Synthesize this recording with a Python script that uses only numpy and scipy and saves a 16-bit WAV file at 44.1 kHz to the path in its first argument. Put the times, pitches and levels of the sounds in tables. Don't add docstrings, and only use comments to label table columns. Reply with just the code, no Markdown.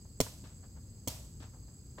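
import sys
import numpy as np
from scipy import signal
from scipy.fft import rfft, irfft
from scipy.io import wavfile

SR = 44100
rng = np.random.default_rng(int(sys.argv[2]) if len(sys.argv) > 2 else 0)


def waveform_to_disk(signal):
    frames = np.transpose(np.atleast_2d(signal))
    scaled = np.clip(frames, -1, 1) * 32767
    samples = np.round(scaled).astype(np.int16)
    wavfile.write(sys.argv[1], SR, samples)


N = 88200
TIME_S = np.arange(N) / SR
FREQ_HZ = np.maximum(np.fft.rfftfreq(N, 1 / SR), 1)

# start_s, knock_db, dent_db, crackle_rise_s, tilt_db_per_octave, spring_lag_s, spring_db, trees_db
BALL_KICKS = [(0.2026, -14.5, -24.5, 0.00075, -1.5, 0.0074, -27.5, -44),
              (1.0742, -24.5, -31.5, 0.0007, 0.7, 0.006, -31, -44)]
# pitch_hz, t60_s, first_kick_db, second_kick_db
SHELL_MODES = [(109.4, 0.12, -7, -0.5), (178, 0.054, -6.5, -5), (260, 0.043, -1.5, 3),
               (443, 0.056, -5, -31), (522, 0.019, 4.5, 2.5), (627, 0.044, -6, -30), (673, 0.057, -23, -22),
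               (931, 0.082, -28, -11), (995, 0.074, -15.5, -21.5)]
# freq_hz, density_db
SNAP_SPECTRUM = [(300, -2), (1000, -16), (1500, -6.5), (2300, -9.5), (3250, -0.5), (4000, -6), (5300, 1.5),
                 (6500, 0), (8300, 3), (10500, -7.5), (12800, -4), (16000, 0)]
# pitch_hz, t60_s, gain_db
STRIP_MODES = [(2130, 0.022, 2), (3313, 0.032, -8.5), (4240, 0.045, -1), (5160, 0.054, -14),
               (6480, 0.013, 0.5), (7620, 0.032, -6.5)]
# freq_hz, left_minus_right_db
SNAP_BALANCE = [(500, 0), (1500, 1), (2300, -3), (4000, -1), (8000, -6), (14000, -5.5)]
# freq_hz, correlation
SNAP_CORRELATION = [(500, .95), (1200, .5), (2100, -.1), (4000, .4), (8000, .3), (13000, .6)]
# freq_hz, density_db
TREE_SPECTRUM = [(150, 2.5), (400, -4), (560, 8.5), (760, 3), (1000, 0.5), (1500, -5.5), (3300, 0.5),
                 (5000, 3), (8000, 1), (10000, -5), (13000, -4), (16000, -12)]
# start_s, level_db, rise_s, t60_s, lowpass_hz
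SCUFFS = [(0.05, -60.5, 0.0043, 0.036, 1170), (0.264, -42.5, 0.0011, 0.046, 1690),
          (0.438, -57.5, 0.0036, 0.44, 4320), (0.475, -66.5, 0.0034, 0.34, 2970),
          (0.626, -60.5, 0.012, 0.15, 1870), (0.750, -62, 0.023, 0.12, 1500), (1.4, -58, 0.0039, 0.3, 5100),
          (1.417, -53.5, 0.0093, 0.22, 3530), (1.53, -63.5, 0.0072, 0.26, 1200),
          (1.678, -65.5, 0.0035, 0.29, 1620), (1.976, -46, 0.011, 0.13, 1560)]
# freq_hz, density_db
SCUFF_SPECTRUM = [(200, -10), (450, 0), (900, -1), (1600, -3.5), (2300, -8), (3300, -5.5), (6000, -3),
                  (10000, -8), (16000, -22)]
# start_s, level_db
HEEL_THUDS = [(0.439, -42), (1.404, -39)]
# centre_hz, half_width_hz, level_db
CICADA_BANDS = [(4400, 430, -78.5), (4875, 420, -72.5), (6393, 340, -74.5), (6480, 270, -76.5),
                (7595, 760, -65.5), (7880, 180, -70)]
# freq_hz, density_db
RUMBLE_SPECTRUM = [(20, -27), (35, -10), (55, -0.5), (100, -1), (150, -8), (220, -13), (320, -21.5),
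                   (500, -28.5), (800, -47.5), (1500, -64.5)]
# freq_hz, density_db
AIR_SPECTRUM = [(300, 4), (800, 7), (1400, 1.5), (2200, -1), (3500, -2), (6000, -3), (9000, -6.5),
                (10200, -3), (11200, -2), (15500, -1)]
# freq_hz, left_minus_right_db
DIFFUSE_BALANCE = [(60, 1.5), (300, .5), (1000, 2.5), (1900, 6), (3300, -1.5), (9000, -1.5), (15000, -4)]
# freq_hz, correlation
DIFFUSE_CORRELATION = [(60, 1), (270, 0.98), (600, 0.82), (1200, 0.65), (2000, -0.033), (3300, -0.082),
                       (5000, 0.042), (6500, 0.68), (8000, 1), (15000, 0.88)]


def kick(index, start_s, knock_db, dent_db, rise_s, tilt_db_per_octave, spring_lag_s, spring_db, trees_db):
    knock = from_db(knock_db) * shell_knock(index, start_s, spring_lag_s)
    dent = burst(start_s, rise_s, t60_s=0.011, hold_s=0.002)
    tremble = from_db(-19) * burst(start_s, rise_s, t60_s=0.28)
    spring = burst(start_s + spring_lag_s, rise_s, t60_s=0.018, hold_s=0.0014)
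    flex = from_db(dent_db) * (dent + tremble) + from_db(spring_db) * spring
    crackle = strip_crackle(flex, tilt_db_per_octave)
    pavement = from_db(-5) * np.array([delayed(side, lag_s=0.00093) for side in crackle])
    trees = from_db(trees_db) * tree_scatter(start_s)
    return crackle + pavement + trees - from_right([knock, knock])


def shell_knock(kick_index, start_s, spring_lag_s):
    knock = sum(from_db(levels_db[kick_index]) * ring(push(start_s, 1 / hz), hz, t60_s)
                for hz, t60_s, *levels_db in SHELL_MODES)
    return knock + from_db(-22.5) * delayed(knock, spring_lag_s)


def strip_crackle(flex, tilt_db_per_octave):
    colour_db = curve(SNAP_SPECTRUM) + tilt_db_per_octave * np.log2(FREQ_HZ)
    snaps = flex * noise(colour_db, curve(SNAP_BALANCE), SNAP_CORRELATION, rough_db=0.5)
    return snaps + sum(from_db(db) * resonate(snaps, hz, t60_s) for hz, t60_s, db in STRIP_MODES)


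def tree_scatter(start_s):
    return burst(start_s, rise_s=0.01, t60_s=0.56) * noise(curve(TREE_SPECTRUM), curve(DIFFUSE_BALANCE))


def footwork():
    scuffs = 0
    for start_s, level_db, rise_s, t60_s, lowpass_hz in SCUFFS:
        colour_db = curve(SCUFF_SPECTRUM) - 10 * np.log10(1 + (FREQ_HZ / lowpass_hz) ** 4)
        grit = noise(colour_db, balance_db=2.5, rough_db=2.5)
        scuffs += from_db(level_db) * burst(start_s, rise_s, t60_s) * grit
    heel_force = sum(from_db(db) * push(start_s, length_s=0.0021) for start_s, db in HEEL_THUDS)
    return scuffs + ring(heel_force, pitch_hz=270, t60_s=0.039)


def cicadas():
    chorus = 0
    for centre_hz, half_width_hz, level_db in CICADA_BANDS:
        resonance_db = -40 * np.log10(1 + ((FREQ_HZ - centre_hz) / half_width_hz) ** 2)
        flutter_db = 2.05 * drift(corner_hz=59.4)
        swell_db = 0.5 * drift(corner_hz=6)
        chorus += from_db(level_db + flutter_db + swell_db) * noise(resonance_db, balance_db=-2.5)
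    return chorus


def open_air():
    balance_db = curve(DIFFUSE_BALANCE)
    rumble = from_db(-50 + 0.4 * drift(corner_hz=24)) * noise(curve(RUMBLE_SPECTRUM), balance_db)
    hiss = from_db(-70) * noise(curve(AIR_SPECTRUM), balance_db)
    return from_right(rumble) + hiss


def from_db(db):
    return 10 ** (np.asarray(db) / 20)


def unit_rms(x):
    return x / np.sqrt(np.mean(x ** 2) + 1e-20)


def curve(points):
    hz, value = np.transpose(points)
    return np.interp(np.log(FREQ_HZ), np.log(hz), value)


def pan(balance_db):
    gains = from_db(np.array([[0.5], [-0.5]]) * balance_db)
    return gains / np.sqrt(np.mean(gains ** 2, axis=0))


def drift(corner_hz):
    return unit_rms(irfft(rfft(rng.standard_normal(N)) / (1 + (FREQ_HZ / corner_hz) ** 2), N))


def noise(colour_db, balance_db, correlation_table=DIFFUSE_CORRELATION, rough_db=0):
    mid, side = rfft(rng.standard_normal((2, N)) * from_db(rough_db * drift(corner_hz=1700)))
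    correlation = np.clip(curve(correlation_table), -0.999, 0.999)
    stereo = np.sqrt(1 + correlation) * mid + np.sqrt(1 - correlation) * side * [[1], [-1]]
    return unit_rms(irfft(stereo * from_db(colour_db) * pan(balance_db), N))


def burst(start_s, rise_s, t60_s, hold_s=0):
    age_s = TIME_S - start_s
    decay_db = -60 * np.clip((age_s - rise_s - hold_s) / t60_s, 0, 4)
    return np.clip(age_s / rise_s, 0, 1) * from_db(decay_db)


def push(start_s, length_s):
    progress = np.maximum(TIME_S - start_s, 0) / length_s
    force = progress * np.exp(-2 * np.pi * np.minimum(progress, 10))
    return force / force.sum()


def ring(force, pitch_hz, t60_s):
    radius = from_db(-60 / (t60_s * SR))
    angle_rad = 2 * np.pi * pitch_hz / SR
    return signal.lfilter([1, -1], [1, -2 * radius * np.cos(angle_rad), radius ** 2], force + 1e-18)


def resonate(x, pitch_hz, t60_s):
    return 2 * np.log(1000) / (t60_s * SR) * ring(x, pitch_hz, t60_s)


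def delayed(x, lag_s):
    return np.interp(TIME_S - lag_s, TIME_S, x, left=0)


def from_right(stereo):
    return np.array([delayed(stereo[0], lag_s=0.00008), stereo[1]])


def scene():
    kicks = sum(kick(index, *row) for index, row in enumerate(BALL_KICKS))
    return kicks + footwork() + cicadas() + open_air()


def record(dry):
    cutoff_hz = 15750
    return signal.sosfilt(signal.ellip(10, 0.1, 80, cutoff_hz, fs=SR, output="sos"), dry)


dry = scene()
out = record(dry)
waveform_to_disk(out)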